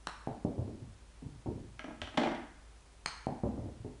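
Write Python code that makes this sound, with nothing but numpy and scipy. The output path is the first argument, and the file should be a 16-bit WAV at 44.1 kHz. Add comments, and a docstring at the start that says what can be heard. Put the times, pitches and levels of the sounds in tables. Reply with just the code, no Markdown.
"""Two short golf chips on a mat in a practice room, over faint hum and hiss. The iron clicks against the
ball, which thuds into a soft backstop, drops and bounces on the carpeted floor. Club and feet shift on
the mat. The club presses the pedal of a plastic dispenser: a ball drops out, the lever clacks back and
the balls in the bin settle. At three seconds comes the second chip, with its thud, its bounces and a
last scuff on the mat."""
import sys
import numpy as np
from scipy import signal
from scipy.fft import rfft, irfft
from scipy.io import wavfile
from scipy.ndimage import uniform_filter1d

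SR = 44100
rng = np.random.default_rng(int(sys.argv[2]) if len(sys.argv) > 2 else 0)


def to_wav(s):
    """Save 16-bit WAV."""
    ch = np.atleast_2d(s).T  # columns
    pcm = np.round(np.clip(ch, -1, 1) * 32767)  # PCM
    wavfile.write(sys.argv[1], SR, pcm.astype(np.int16))


N = 176400
SIZE = 32768  # samples in one hit with its tail
T = np.arange(SIZE) / SR
HZ = np.fft.rfftfreq(SIZE, 1 / SR)


def amp(db):
    """Decibels to gain."""
    return 10 ** (np.asarray(db) / 20)


def along(points, hz):
    """Read a curve of (frequency [Hz], value) points on a log frequency axis."""
    freqs, values = np.transpose(points)
    return np.interp(np.log(hz + 1), np.log(freqs + 1), values)


def fade(t60, t=T):
    """Exponential decay, 60 dB down after t60 seconds."""
    return np.exp(-np.log(1000) * t / t60)


def dull(corner_hz, hz=HZ):
    """Gain in dB of a soft contact: little above the corner."""
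    return -10 * np.log10(1 + (hz / corner_hz) ** 4)


def at_level(x, db):
    """Give a hit the energy of 10 ms of sound at this rms level."""
    return x / np.linalg.norm(x) * amp(db) * np.sqrt(SR / 100)


def add(track, s, x):
    """Mix a sound in at s seconds."""
    part = track[round(s * SR):][:len(x)]
    part += x[:len(part)]


def colour(x, gain_db):
    """Minimum-phase EQ: shapes the spectrum with no ringing ahead of the attack."""
    cepstrum = irfft(np.log(amp(gain_db)))
    cepstrum[1:SIZE // 2] *= 2
    cepstrum[SIZE // 2 + 1:] = 0
    impulse_response = irfft(np.exp(rfft(cepstrum)))
    return signal.fftconvolve(x, impulse_response)[:SIZE]


def flatten(x, smooth_hz=150):
    """Even out the broad spectrum of a noise burst and give it unit energy."""
    power = np.abs(uniform_filter1d(np.abs(rfft(x)) ** 2, int(smooth_hz / HZ[1])))
    x = colour(x, -10 * np.log10(power + 1e-12))
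    return x / np.linalg.norm(x)


def contact(rattle_db, t60):
    """One sharp push followed by a brief random shudder."""
    burst = rng.standard_normal(SIZE) * fade(t60)
    burst *= amp(rattle_db) / np.linalg.norm(burst)
    burst[0] += 1
    return flatten(burst)


def ring(modes, scatter_db):
    """Damped modes of alternating polarity, excited a little differently by each hit."""
    out = np.zeros(SIZE)
    for k, (hz, db, t60) in enumerate(modes):
        gain = (-1) ** k * amp(db + scatter_db * rng.standard_normal())
        out += gain * fade(t60) * np.sin(2 * np.pi * hz * T)
    return out


def swell(hz, t60, rise_s):
    """One resonance that builds up and dies away."""
    return np.sin(2 * np.pi * hz * T) * fade(t60) * (1 - np.exp(-T / rise_s))


def in_room(x, wet_db, bass_db, linger):
    """Direct sound, a few wall echoes and a diffuse tail whose decay time is scaled by linger."""
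    # reverb decay (frequency [Hz], t60 [s])
    room_t60 = [(80, 0.55), (250, 0.77), (600, 0.48), (1500, 1), (4000, 0.6), (10000, 0.67)]
    # wall echoes (delay [s], level [dB])
    walls = [(0.0116, -15), (0.0166, -14.5), (0.0235, -16.5), (0.03, -28)]
    predelay_s, build_s = 0.0026, 0.011
    hz, t, bands = signal.stft(rng.standard_normal(SIZE), SR, nperseg=256)
    bands *= fade(linger * along(room_t60, hz)[:, None], t)
    tail = signal.istft(bands, SR, nperseg=256)[1][:SIZE]
    tail *= np.clip((T - predelay_s) / build_s, 0, 1)
    shelf_db = along([(350, bass_db), (1200, 0.003)], HZ)
    response = colour(flatten(tail), wet_db + shelf_db)
    response[0] += 1  # direct sound
    for delay, db in walls:
        response[round(delay * SR)] += amp(db)
    return signal.fftconvolve(x, response)[:SIZE]


def room_tone():
    """The bed: steady hiss and rumble with a low machine hum."""
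    # spectrum of the hiss and rumble (frequency [Hz], relative level [dB])
    air_eq = [(20, -29), (30, -5), (45, -9), (65, -9), (110, -16.5), (200, -22.5), (400, -25), (1000, -28),
              (2000, -32), (4000, -35), (8000, -37.5), (10200, -38.5), (11000, -50)]
    air_db, hum_db, hum_hz = -60, -59, 53.5
    air_gain = amp(along(air_eq, np.fft.rfftfreq(N, 1 / SR)))
    air = irfft(rfft(rng.standard_normal(N)) * air_gain, N)
    hum = np.sqrt(2) * np.sin(2 * np.pi * hum_hz * np.arange(N) / SR)
    return amp(air_db) * air / air.std() + amp(hum_db) * hum


def floor_boom(hz, db):
    """The floor gives under a blow: a hollow note a few cycles long, its pitch set by the spot."""
    note = at_level(swell(hz, t60=6.8 / hz, rise_s=0.5 / hz), db)
    return in_room(note, wet_db=-4.5, bass_db=1, linger=0.92)


def shuffles():
    """Club and feet shift on the mat in soft scuffs; the floor booms under each."""
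    # scuffs (time [s], level [dB], dull above [Hz], t60 [s], boom level [dB], boom pitch [Hz])
    scuffs = [(1.221, -44.5, 332, 0.025, -46, 135), (1.246, -57, 1500, 0.097, -56, 130),
              (1.261, -48, 150, 0.046, -38.5, 122), (1.459, -38.5, 1480, 0.044, -37, 183),
              (1.468, -41, 2000, 0.023, -36, 238), (1.484, -36, 310, 0.072, -33.5, 105),
              (1.578, -48.5, 440, 0.034, -44.5, 323), (1.604, -53, 202, 0.043, -41.5, 110),
              (3.844, -39, 490, 0.17, -42.5, 113)]
    # tone of the mat (frequency [Hz], gain [dB])
    mat_eq = [(35, -15), (70, -9.5), (110, 6.5), (160, -6), (250, 0), (420, -3), (600, -10), (900, -8.5),
              (1150, -21), (1600, -43), (5000, -39)]
    attack = np.clip(T / 0.0022, 0, 1)
    out = np.zeros(N)
    for s, db, corner_hz, t60, boom_db, boom_hz in scuffs:
        push = rng.standard_normal(SIZE) * fade(t60) * attack
        scuff = at_level(colour(push, along(mat_eq, HZ) + dull(corner_hz)), db)
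        add(out, s, in_room(scuff, wet_db=1, bass_db=-1, linger=0.65))
        add(out, s, floor_boom(boom_hz, boom_db))
    return out


def dispenser():
    """Lever and balls clack on the plastic, ring the lever briefly and set the hollow bin knocking."""
    # clacks (time [s], crack [dB], lever ring [dB], bin knock [dB],
    # crack tilt [dB/octave], knock tilt [dB/octave])
    clacks = [(1.7931, -45, -43.5, -52.5, -1, 12), (1.8429, -47.5, -51, -41.5, -4, -4),
              (1.882, -48, -71, -46.5, -8.5, -8), (1.908, -52, -66, -47.5, -7, -4.5),
              (2.0168, -38.5, -42, -44, 1, 0.5), (2.074, -51, -52, -57, -1, -13),
              (2.143, -52.5, -68, -49, -3, -5.5), (2.174, -32, -37, -33, 2, 2),
              (2.1773, -29.5, -43, -27, -7, -2), (2.2169, -40, -47.5, -31.5, -1, -4),
              (2.2344, -35.5, -42, -29, -0.5, 0), (2.259, -51, -47, -34, -2, 1),
              (2.273, -35.5, -49.5, -35, -7.5, 5), (2.317, -41.5, -52, -39.5, -5, -1),
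              (2.348, -48.5, -63, -44.5, -0.5, -1.5)]
    # tone of the plastic crack (frequency [Hz], gain [dB])
    crack_eq = [(70, -12.5), (160, -3), (300, 3.5), (480, -13), (620, 6), (720, 4.5), (820, -0.5),
                (1150, 1), (1900, 1), (2600, -4), (3500, -2), (3900, -10), (4300, -10), (5000, -17),
                (5700, -16), (6200, -20.5), (8000, -24.5), (11000, -38.5)]
    # modes of the plastic lever (frequency [Hz], level [dB], t60 [s])
    lever_modes = [(627, -6.5, 0.12), (1286, -0.5, 0.041), (1624, -2.5, 0.076), (2125, 1, 0.012),
                   (2470, -2, 0.012), (3045, 1, 0.016), (3670, -18, 0.0064), (5840, -8.5, 0.0097)]
    # resonances of the bin (frequency [Hz], level [dB], t60 [s])
    bin_modes = [(233.2, -7, 0.19), (277, 1, 0.051), (332.7, -1, 0.064), (420, -7, 0.055),
                 (501, -10.5, 0.053), (596, -2.5, 0.058), (606, 4.5, 0.041), (759, -3, 0.095),
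                 (839, 1, 0.04), (966, -14, 0.12), (1143, -23.5, 0.26), (1627, -20, 0.13),
                 (1870, -17.5, 0.081), (2120, -15.5, 0.071)]
    # low cut: the small bin radiates little bass (frequency [Hz], gain [dB])
    low_cut = [(60, -38.5), (140, -10.5), (220, -16)]
    low_cut_db = along(low_cut, HZ)
    out = np.zeros(N)
    for s, crack_db, lever_db, knock_db, crack_tilt, knock_tilt in clacks:
        bright_db = crack_tilt * np.log2(np.clip(HZ, 500, 9000) / 2000)
        hollow_db = knock_tilt * np.log2(np.clip(HZ, 200, 1000) / 450)
        crack = colour(contact(rattle_db=10.5, t60=0.036), along(crack_eq, HZ) + bright_db)
        lever = colour(ring(lever_modes, scatter_db=1.5), low_cut_db)
        knock = colour(ring(bin_modes, scatter_db=3.5), low_cut_db + hollow_db)
        clack = at_level(crack, crack_db) + at_level(lever, lever_db) + at_level(knock, knock_db)
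        add(out, s, in_room(clack, wet_db=-2.5, bass_db=0, linger=0.85))
    return out


def bounces():
    """The ball lands and bounces on the carpet; the floor booms and the room returns low echoes."""
    # landings (time [s], thud level [dB], dull above [Hz], boom level [dB], boom pitch [Hz])
    landings = [(0.449, -31, 750, -30.5, 218), (0.58, -44, 900, -43, 304), (0.589, -36, 750, -31.5, 108),
                (0.678, -41.5, 600, -41.5, 289), (0.692, -47.5, 200, -44, 110),
                (0.821, -47, 256, -41.5, 114), (2.017, -54, 90, -46, 87.5), (3.435, -29, 1200, -30.5, 228),
                (3.576, -41.5, 1080, -45.5, 273), (3.587, -42, 800, -33, 108.4),
                (3.658, -44, 600, -46.5, 292), (3.802, -56, 150, -42, 105.6)]
    # tone of a thud on carpet (frequency [Hz], gain [dB])
    carpet_eq = [(35, -27.5), (70, 9), (110, 3.5), (160, -7.5), (230, 3.5), (400, -1.5), (750, -7.5),
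                 (1050, -17), (1600, -31.5), (5000, -51)]
    # pitched echoes of a thud (delay [s], level against the thud before dulling [dB], pitch [Hz])
    low_echoes = [(0.017, -4.5, 133), (0.029, -11, 591), (0.055, -5.5, 222), (0.092, -23, 528)]
    out = np.zeros(N)
    for s, thud_db, corner_hz, boom_db, boom_hz in landings:
        thud = colour(contact(rattle_db=7, t60=0.058), along(carpet_eq, HZ) + dull(corner_hz))
        add(out, s, in_room(at_level(thud, thud_db), wet_db=1.5, bass_db=-1.5, linger=1.0))
        add(out, s, floor_boom(boom_hz, boom_db))
        for delay, db, hz in low_echoes:
            echo = swell(hz, t60=0.047, rise_s=0.0077)
            add(out, s + delay, at_level(echo, thud_db + db + dull(corner_hz, hz)))
    return out


def backstop():
    """The soft backstop catches each flying ball with one thud."""
    # catches (time [s], level [dB])
    catches = [(0.2734, -33), (3.2690, -30)]
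    # tone of the backstop (frequency [Hz], gain [dB])
    backstop_eq = [(40, -12), (110, 1.5), (240, 2), (500, -6), (780, -0.5), (1000, -14.5), (1300, -27.5),
                   (2200, -33.5), (3500, -48), (6000, -85)]
    out = np.zeros(N)
    for s, db in catches:
        thud = colour(contact(rattle_db=-7, t60=0.017), along(backstop_eq, HZ))
        add(out, s, in_room(at_level(thud, db), wet_db=1, bass_db=-1, linger=0.61))
    return out


def club():
    """The iron meets the ball: a bright tick, a woody click and a short ring of the head."""
    # strokes (time [s], click [dB], head ring [dB], tick [dB])
    chips = [(0.0708, -36, -75, -42.5), (3.0595, -36.5, -34, -45)]
    # tone of the first touch (frequency [Hz], gain [dB])
    tick_eq = [(300, -44), (2700, -3), (3500, -8), (3950, 3.5), (4450, -1.5), (4850, -15), (5400, -2),
               (6400, -13.5), (7100, -10.5), (7800, -12), (8400, -9.5), (10000, -15.5), (11000, -28)]
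    # tone of the woody click (frequency [Hz], gain [dB])
    click_eq = [(60, -7), (170, 0.5), (330, -2.5), (550, -4), (850, 3.5), (1200, 5.5), (1750, -0.5),
                (2300, -12), (2900, -10), (3600, -19), (6000, -58), (11000, -69)]
    # modes of the club head (frequency [Hz], level [dB], t60 [s])
    head_modes = [(1790, -6, 0.0082), (2310, -5.5, 0.0095), (3032, -9.5, 0.011), (4270, -3.5, 0.016),
                  (4540, -2, 0.0078), (4940, -5, 0.0077), (6330, -10.5, 0.015), (6700, -13.5, 0.011),
                  (8160, -16.5, 0.012), (9250, -13, 0.0036)]
    squash_s = 0.0008  # the ball squashes just after the first tick of contact
    out = np.zeros(N)
    for s, click_db, ring_db, tick_db in chips:
        tick = at_level(colour(contact(rattle_db=10, t60=0.0094), along(tick_eq, HZ)), tick_db)
        click = at_level(colour(contact(rattle_db=3, t60=0.019), along(click_eq, HZ)), click_db)
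        head = at_level(ring(head_modes, scatter_db=1.5), ring_db)
        add(out, s, in_room(tick, wet_db=-6, bass_db=-4.5, linger=1.0))
        add(out, s + squash_s, in_room(click, wet_db=-2, bass_db=-6, linger=0.9))
        add(out, s + squash_s, in_room(head, wet_db=-5.5, bass_db=3, linger=0.94))
    return out


def scene():
    """All layers in one mono mix."""
    return (club() + backstop() + bounces() + shuffles() + dispenser() + room_tone())[None]


def record(dry):
    """A steep low-pass takes off the top treble."""
    top_hz = 11100
    taps = signal.firwin(161, top_hz, fs=SR, window=("kaiser", 7))
    return signal.fftconvolve(dry, taps[None], mode="same", axes=1)


dry = scene()
out = record(dry)
to_wav(out)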